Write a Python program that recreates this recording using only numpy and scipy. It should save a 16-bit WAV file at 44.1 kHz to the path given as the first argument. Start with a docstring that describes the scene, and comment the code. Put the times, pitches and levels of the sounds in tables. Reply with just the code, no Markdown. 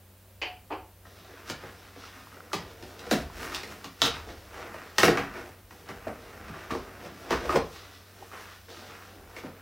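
"""A small, lively room: hands open the flaps of a corrugated cardboard box on a desk.
Two hollow clicks come first, the second one double, as short impulses through hollow resonances.
Then tape ends and flaps snap, knock and thump as noise bursts, and fingers scrape as grainy noise;
all of these ring the same box modes. Sparse pops crackle, fingertips tick as damped sines, the desk rumbles.
A fan hums as a wavering sine and the microphone hisses faintly as shaped noise."""
import sys
import numpy as np
from scipy import signal
from scipy.fft import rfft, irfft, next_fast_len
from scipy.io import wavfile
from scipy.ndimage import uniform_filter1d

SR = 44100
rng = np.random.default_rng(int(sys.argv[2]) if len(sys.argv) > 2 else 0)


def generate_wav(sig):
    """Save sig (samples, or channels by samples) to the path in sys.argv[1] as 16-bit PCM at SR."""
    pcm = np.round(np.clip(np.atleast_2d(sig).T, -1, 1) * 32767).astype(np.int16)
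    wavfile.write(sys.argv[1], SR, pcm)


N = 423801  # length in samples

# Side level by frequency, used for the quiet noise and the tail.
# Each row: frequency in Hz, side level against mid in dB before any offset.
SIDE_LEVEL = [(40, -43), (150, -19.5), (1000, -17), (4000, -9), (8000, -6.5), (14000, -10)]


def amp(db):
    """Amplitude factor from dB."""
    return 10 ** (np.asarray(db) / 20)


def unit(x):
    """Scale a signal to an RMS of 1."""
    return x / np.sqrt(np.mean(x ** 2))


def over_hz(table, size):
    """A (Hz, value) table read on the bins of a transform, straight on a log axis."""
    hz, value = np.transpose(table)
    bins_hz = np.fft.rfftfreq(size, 1 / SR) + 1  # the 1 keeps the log finite
    return np.interp(np.log(bins_hz), np.log(hz), value)


def ring(x, hz, width_hz):
    """One resonance, gain 1 at the centre."""
    b, a = signal.iirpeak(hz, hz / max(width_hz, 2), fs=SR)
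    return signal.lfilter(b, a, x)


def walk(rate):
    """Random levels held 1 / rate s and slewed twice."""
    hold = int(SR / rate)
    steps = np.repeat(rng.standard_normal(N // hold + 1), hold)
    return uniform_filter1d(uniform_filter1d(steps, hold), hold)[:N]


def swell(s, db, rise, fall):
    """Power that climbs 20 dB in rise s up to its peak and drops 20 dB in fall s, once per millisecond."""
    late = np.arange(N * 1000 // SR + 1)[:, None] / 1000 - s
    steps = np.where(late < 0, -late / np.maximum(rise, .01), late / np.maximum(fall, .01))
    return amp(db - 20 * steps) ** 2


def per_sample(power):
    """Gain per sample from power per millisecond."""
    return np.interp(np.arange(N) * 1000 / SR, np.arange(len(power)), np.sqrt(power))


def body(drive, modes, parts_hz):
    """Each drive rings the modes around its own centre, at unit power; a high-pass thins what lies below them."""
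    click = np.zeros(8192)
    click[0] = 1
    # neighbouring modes swing in opposite sense
    rings = np.array([(-1) ** k * amp(db) * ring(click, hz, width_hz)
                      for k, (hz, width_hz, db) in enumerate(modes)])
    modes_log_hz = np.log(np.array(modes)[:, 0])
    out = 0
    for mine, x in zip(np.eye(len(parts_hz)), drive):
        share = np.interp(modes_log_hz, np.log(parts_hz), mine) ** 2
        part = share @ rings
        out = out + signal.oaconvolve(x, part / np.linalg.norm(part))[:N]
    return signal.sosfilt(signal.butter(3, 0.67 * modes[0][0], "high", fs=SR, output="sos"), out)


def box(drive):
    """The cardboard rings in five parts, from deep boom to air."""
    # Modes of the box. Each row: frequency in Hz, width in Hz, level in dB.
    box_modes = [(138.6, 61, -3.5), (172.7, 67.6, -2), (217, 61.5, -2.5), (275, 33, 1), (350, 75, -1.5),
                 (478.4, 72, -2.5), (599, 126, -4), (725, 115, 1.5), (1049, 240, -1.5), (1317, 227, -0.5),
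                 (1520, 298, 0), (1908, 288, 1), (2214, 310, 2), (2685, 560, 1.5), (3620, 960, -0.5),
                 (5560, 1400, 0), (7000, 1600, -31), (6900, 1400, -24), (10040, 2300, 5.5),
                 (13600, 20600, -2)]
    # Centres of the five parts, two booms, panel, surface and air, in Hz.
    box_centres = [200, 450, 1300, 4000, 10500]
    return body(drive, box_modes, box_centres)


def colour(weight_db, bright_db, deep_db, air_db):
    """dB for the five parts of the box: weight lifts both booms over the panel, brightness the surface and air."""
    air_slope = 1.01  # dB of air per dB of brightness
    return np.array([weight_db + deep_db, weight_db, 0 * weight_db, bright_db, air_slope * bright_db + air_db])


def quiet():
    """Room air and microphone hiss are shaped stereo noise; the fan hum is a sine of wavering pitch and level."""
    # Spectrum of the air and hiss. 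Each row: frequency in Hz, relative density in dB.
    air_spectrum = [(74, -53), (125, -22.5), (166, -7.5), (177, -9.5), (199, -1.5), (221, -10.5),
                    (287, -12), (573, -10.5), (914, -17), (6820, -27), (14200, -22), (16000, -21)]
    noise_db, hum_hz, hum_db = -57.5, 94.2, -57.5
    size = next_fast_len(N)
    mid, side = rfft(rng.standard_normal((2, size))) * amp(over_hz(air_spectrum, size))
    side = irfft(side * amp(over_hz(SIDE_LEVEL, size)), size)[:N]
    mid = irfft(mid, size)[:N]
    air = np.array([mid + side, mid - side]) * amp(noise_db) / np.std(mid)
    phase = 2 * np.pi * np.cumsum(hum_hz + 2.64 * walk(7.7)) / SR
    hum = amp(hum_db + 1.0 * walk(6.8)) * np.sqrt(2) * np.sin(phase)
    return air + hum


def desk():
    """Two low modes of the desk, shaken at random; left and right feel nearly the same."""
    # The desk shudders under the box. Each row: time of the peak in seconds, level in dB,
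    # fall by 20 dB in seconds.
    shudders = [(.42, -55.5, 2.1), (1.55, -54.5, 0.81), (2.59, -53, 1.1), (3.18, -41.5, 0.65),
                (3.45, -58, 0.38), (4.09, -43.5, 0.79), (4.71, -61, 0.14), (5.06, -47, 0.95),
                (5.99, -54, 2), (6.5, -47, 0.099), (6.77, -43.5, 0.2), (7.36, -38, 0.26), (7.49, -41, .4),
                (8.46, -58, .6), (9.21, -51.5, 0.42)]
    rise_s, rest_db = 0.15, -65
    shake, side = rng.standard_normal((2, N))
    shake = shake + amp(-29) * side * np.array([[1], [-1]])
    s, db, fall = np.transpose(shudders)
    power = swell(s, db, rise_s, fall).sum(axis=1) + amp(rest_db) ** 2
    rumble = ring(shake, 41.7, 11.5) - amp(4.0) * ring(shake, 71.4, 14)
    return per_sample(power) * unit(rumble)


def clicks():
    """A small hollow object answers each click with its low and high hollows."""
    # Two clicks, the second one double. Each row: start in seconds,
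    # then the drive in dB for each of the four centres below.
    click_drives = [(0.416, -12.5, -5, -8.5, 1), (0.7039, -9, -2.5, -6, -21), (.717, -7, -5, -10, -14)]
    # Modes of the hollow object. Each row: frequency in Hz, width in Hz, level in dB.
    hollow_modes = [(326, 72, 10), (560, 230, 2.5), (730, 8.1, 15), (834, 125, 7.5), (1162, 430, 0),
                    (1570, 330, 2), (2090, 250, 3.5), (2280, 220, 7.5), (2500, 390, 5.5), (3020, 350, 0.5),
                    (4640, 460, -10.5), (6660, 1600, -26)]
    # Centres of its four parts in Hz.
    hollow_centres = [350, 700, 950, 2800]
    drive = np.zeros((4, N))
    for s, *part_db in click_drives:
        drive[:, int(s * SR)] = amp(part_db)
    return body(drive, hollow_modes, hollow_centres)


def rub():
    """Skin and board stick and slip: dense grains of uneven size over a smooth hiss, in short gusts.
    Gives the sound and its panel level."""
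    # Single scrapes and rustles. Each row: time of the peak in seconds, level in dB, rise in seconds,
    # fall in seconds (both over 20 dB), weight in dB, brightness in dB.
    scrapes = [(1.5, -39.5, .05, 0.039, -8, -4), (1.67, -49.5, 0.19, 0.44, -2, -5.5),
               (2.03, -51.5, 0.16, 0.75, -4.5, -3), (2.54, -50.5, 0.035, 0.092, 7.5, 7),
               (3.07, -50.5, 0.1, .03, 8, -4), (3.12, -34, 0.026, 0.1, -15, -2),
               (3.429, -38, 0.15, 0.21, -4, -8.5), (3.55, -42.5, .1, 0.15, -9, -5),
               (3.72, -46.5, 0.097, 0.078, 0.5, -8), (4.059, -30, 0.047, .06, -6.5, -4),
               (4.16, -43.5, .12, 0.16, -7, -3.5), (4.3, -50, 0.074, 0.11, 4.5, -4.5),
               (4.59, -46, 0.18, 0.35, 1, -8), (4.76, -48, 0.092, 0.34, -2.5, -7.5),
               (5.0, -36, .02, 0.13, -6, 0), (5.05, -27, 0.055, 0.038, -1, -1), (5.1, -37, .1, 0.06, 0, -1),
               (5.19, -34.5, 0.11, 0.13, -2, -11), (5.36, -45.5, 0.11, 0.23, 2, -8),
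               (5.901, -37.5, 0.054, 0.043, -7, -12), (6.08, -47, 0.025, 0.13, 8, -11),
               (6.54, -45.5, 0.13, 0.065, -15, -11), (6.711, -33.5, 0.016, 0.068, 2.5, -8.5),
               (7.06, -46.5, 0.096, 0.078, 4, -5), (7.32, -29.5, 0.021, 0.07, 1, -8),
               (7.46, -42.5, 0.36, .1, 3, -5), (7.5, -34.5, 0.044, 0.13, -8, -7),
               (7.561, -31.5, 0.037, 0.033, 9, -10.5), (7.75, -52.5, 0.25, 1, -4, -2.5),
               (8.23, -55.5, 0.21, 0.064, 3, -3.5), (8.33, -43.5, 0.021, 0.27, -5.5, -22),
               (8.42, -48.5, 0.27, 0.3, -22, -1), (9.39, -50, 0.2, 0.11, -3.5, -5.5),
               (9.46, -45, 0.058, 0.06, 5.5, -13.5)]
    # Hands resting and sliding on the board, joined by straight lines.
    # Each row: time in seconds, level in dB, brightness in dB.
    contact = [(.98, -96, -10), (1.07, -59.5, -2.5), (1.46, -55.5, -8), (1.9, -67, -1), (2.15, -61, -21),
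               (2.29, -65, -25), (2.34, -56, -15), (2.9, -54, -5), (3.85, -54.5, -4.5), (3.96, -62.5, -2),
               (4.9, -63.5, -1), (5.671, -72, -4), (5.72, -56, -6), (6.33, -53, -6.5), (7.03, -50.5, -9),
               (7.3, -55, -3.5), (7.63, -67, 3), (8.66, -83, -6), (8.69, -52, -4.5), (9.03, -53.5, -3),
               (9.29, -61, -7), (9.61, -57, -10)]
    contact_weight_db, deep_db, air_db = -1, -5, -5.5
    size_db = np.minimum(2.7 * rng.exponential(size=N), 8)
    grains = (rng.random(N) < 2200 / SR) * amp(size_db) * rng.standard_normal(N)  # about 2200 a second
    texture = unit(unit(grains) + 1.08 * rng.standard_normal(N))
    slip = texture * amp(1.07 * walk(30))

    s, db, rise, fall, weight_db, bright_db = np.transpose(scrapes)
    scrape_power = amp(colour(weight_db, bright_db, deep_db, air_db)) ** 2 @ swell(s, db, rise, fall).T

    s, db, bright_db = np.transpose(contact)
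    t = np.arange(scrape_power.shape[1]) / 1000
    parts_db = db + colour(contact_weight_db + 0 * s, bright_db, deep_db, air_db)
    contact_power = amp([np.interp(t, s, part) for part in parts_db]) ** 2
    power = scrape_power + (t > s[0]) * contact_power  # no contact before the first row

    # each part of the box wanders in level by itself
    gain = np.array([per_sample(part) * amp(2.75 * walk(12)) for part in power])
    return box(gain * slip), gain[2]


def crackle(level):
    """Sparse single flutes of the board give way under the fingers, more loudly as the rubbing grows."""
    size_db = np.minimum(1.6 * rng.exponential(size=N), 10)
    pops = (rng.random(N) < 45 / SR) * amp(size_db) * rng.choice([-1, 1], N)  # about 45 a second
    return amp(-9) * level * unit(ring(ring(pops, 1320, 940), 1430, 2000))


def hits():
    """Each blow is a sharp crack and a quick tear of fibres; it drives the box and a ring of its own."""
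    # Snaps and knocks. Each row: start in seconds, force in dB, weight in dB, brightness in dB,
    # own ring in Hz, ring level in dB.
    snaps = [(1.053, -33, 8, -13, 1350, -2.5), (1.499, -11.5, 5, 2, 1540, 3),
             (1.635, -23.5, 7.5, -17, 720, -7), (1.961, -27.5, 8, -20, 654, -6),
             (2.532, -7, 4.5, 0, 1160, 11), (2.826, -30, 16, 5, 1710, -3), (2.993, -31, -8, 10.5, 982, -20),
             (3.112, 0.5, 2, -3, 677, 16), (3.128, -20.5, 19.5, 12, 750, 10), (3.547, -13, -15, 4, 3530, 2),
             (3.633, -22, 5.5, 4, 1920, 4), (3.844, -23.5, 5, 7.5, 1140, 4.5),
             (4.018, 1.5, -2.5, -1, 3500, 22), (4.062, -25, -7, 1, 3460, -5), (4.289, -20, -1, -15, 720, 0),
             (4.742, -18.5, 0, -12, 650, 4), (4.983, 5.5, -7, -1.5, 1250, 6),
             (5.032, 12, -3.5, -12, 1200, 12), (5.081, 4, 3, -15, 1090, 7),
             (5.173, 0, -6.5, -13.5, 1270, 1), (5.353, -23, -6, -11, 1450, -5),
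             (5.708, -22.5, -5.5, -10, 1544, -16), (5.889, -16, -3, -9, 1230, -6),
             (5.909, -37, 14, -6, 1630, -9), (6.068, -20.5, 14.5, -18, 646, 7),
             (6.483, -22.5, 5, -7, 1442, -19), (6.539, -28, -18, -22, 1540, 0),
             (6.706, -12, -7, -16, 1170, 14.5), (6.75, -21.5, 17, -10, 1000, 5),
             (7.307, -4.5, 2, -5.5, 1010, 19.5), (7.494, -4.5, 2, -20, 1220, 21.5),
             (7.526, -9, -19, -10, 1150, 12), (7.559, -20, 14, 10, 1080, 11),
             (8.316, -30, -3, -13, 1210, 3), (8.684, -32, 7, -9, 1550, -9), (9.365, -22.5, 3, -3, 2090, 3),
             (9.438, -24, 9.5, -14, 775, -12)]
    decay_s, deep_db, air_db = 0.0035, -5, -9.5
    drive, own = np.zeros((5, N)), np.zeros(N)
    t = np.arange(4096) / SR
    envelope = np.exp(-t / decay_s) * (1 - np.exp(-t / (0.17 * decay_s)))
    tears = rng.standard_normal((len(snaps), len(t)))
    for tear, (s, db, weight_db, bright_db, hz, ring_db) in zip(tears, snaps):
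        i = int(s * SR)
        burst = tear * envelope
        burst[0] = 7.7  # the crack
        burst /= np.linalg.norm(burst)
        force = amp(db + colour(weight_db, bright_db, deep_db, air_db))
        drive[:, i:i + len(t)] += force[:, None] * burst
        own[i:i + len(t)] += amp(ring_db) * ring(ring(burst, hz, 0.12 * hz), hz, .5 * hz)
    return box(drive) + own


def ticks():
    """Dry fingertip ticks close by: one damped sine with a soft onset for each."""
    # Each row: start in seconds, level in dB, ring in Hz, decay by 60 dB in seconds.
    taps = [(1.339, -39.5, 480, 0.039), (2.039, -31.5, 1330, 0.017), (2.271, -31, 1090, 0.01),
            (2.327, -35, 1210, .012), (2.37, -32.5, 1380, 0.011), (2.405, -30, 1350, 0.01),
            (2.518, -29, 1340, 0.016), (3.038, -38, 1500, 0.0116), (3.3, -30, 1000, .012),
            (7.452, -23, 496, 0.042), (8.2252, -29, 805, .025)]
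    out, t = np.zeros(N), np.arange(2048) / SR
    for s, db, hz, t60 in taps:
        i = int(s * SR)
        onset = 1 - np.exp(-t * hz * 2)
        out[i:i + len(t)] += amp(db - 60 * t / t60) * np.sin(2 * np.pi * hz * t) * onset
    return out


def thumps():
    """Palm and flap move the whole box: a soft, long push that drives only its deepest part."""
    # Dull thumps. Each row: start in seconds, force in dB.
    shoves = [(1.634, -30), (2.535, -9.5), (2.605, -21), (3.114, 4), (3.844, -18), (4.029, -8), (5.05, 0),
              (5.09, -3), (5.888, -14), (6.068, -7.5), (6.484, -12), (6.709, -10), (6.75, -14),
              (7.047, -27), (7.321, -12), (7.56, -13), (9.437, -14)]
    push_s = 0.0054  # the push is strongest here
    drive = np.zeros((5, N))
    t = np.arange(4096) / SR
    pushes = rng.standard_normal((len(shoves), len(t))) * t * np.exp(-t / push_s)
    for push, (s, db) in zip(pushes, shoves):
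        i = int(s * SR)
        drive[0, i:i + len(t)] += amp(db) * push / np.linalg.norm(push)
    return box(drive)


def tail():
    """One diffuse tail of decaying noise, built octave by octave: mid and a weaker side."""
    # Decay of the room. Each row: frequency in Hz, decay by 60 dB in seconds.
    decay_times = [(60, 0.5), (250, 0.27), (1000, 0.34), (4000, 0.31), (12000, 0.09)]
    tail_db = -0.5
    size = SR // 2
    t = np.arange(size) / SR
    decay_hz, decay_s = np.transpose(decay_times)
    tails = np.zeros((2, size))
    for hz in 60 * 2. ** np.arange(9):
        t60 = np.interp(np.log(hz), np.log(decay_hz), decay_s)
        shape = amp(-60 * t / max(t60, .05)) * (1 - np.exp(-t / 0.0058))  # the tail builds up first
        edges = [hz / np.sqrt(2), min(hz * np.sqrt(2), .45 * SR)]
        octave = signal.butter(2, edges, "band", fs=SR, output="sos")
        band = signal.sosfilt(octave, rng.standard_normal((2, size)))
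        tails += band * shape / np.linalg.norm(shape)
    mid, side = amp(tail_db) * tails
    return mid, irfft(rfft(side) * amp(over_hz(SIDE_LEVEL, size) - 9), size)


def room(x, sent, count=6):
    """Direct sound, early echoes and a tail; the hands move on, so the answer of the room keeps changing."""
    # Echoes of desk and near walls. Each row: nominal delay in seconds, level in dB.
    reflections = [(.0035, -8.5), (.011, -9), (.019, -17)]
    place = np.arange(N) / SR / .11 % count  # a new place every 0.11 s, in a cycle
    out = 0
    for k in range(count):
        distance = np.abs((place - k + count / 2) % count - count / 2)
        share = np.sqrt(np.clip(1 - distance, 0, 1))  # equal-power crossfade
        mid, side = tail()
        for s, db in reflections:
            mid[int(s * SR * rng.uniform(.9, 1.1))] += amp(db)
        answer = np.array([mid + side, mid - side])
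        out = out + signal.fftconvolve((sent * share)[None], answer, axes=1)[:, :N]
    return (out + x) * amp(-1.5)


def scene():
    """Mix the near sounds, send clicks, blows and rubbing to the room, then add ticks, desk and quiet."""
    hollow = clicks()
    blows = hits() + thumps()
    rubbing, level = rub()
    near = amp(-15.0) * hollow + blows + rubbing + amp(3.0) * crackle(level)
    sent = hollow + amp(0.6) * blows + amp(-4.5) * rubbing
    return room(near, sent) + ticks() + desk() + quiet()


def record(dry):
    """The recorder cuts the deepest bass and the top."""
    low_hz, top_hz = 36, 15800
    dry = signal.sosfilt(signal.butter(3, low_hz, "high", fs=SR, output="sos"), dry)
    return signal.sosfilt(signal.ellip(10, .2, 70, top_hz, fs=SR, output="sos"), dry)


dry = scene()
out = record(dry)
generate_wav(out)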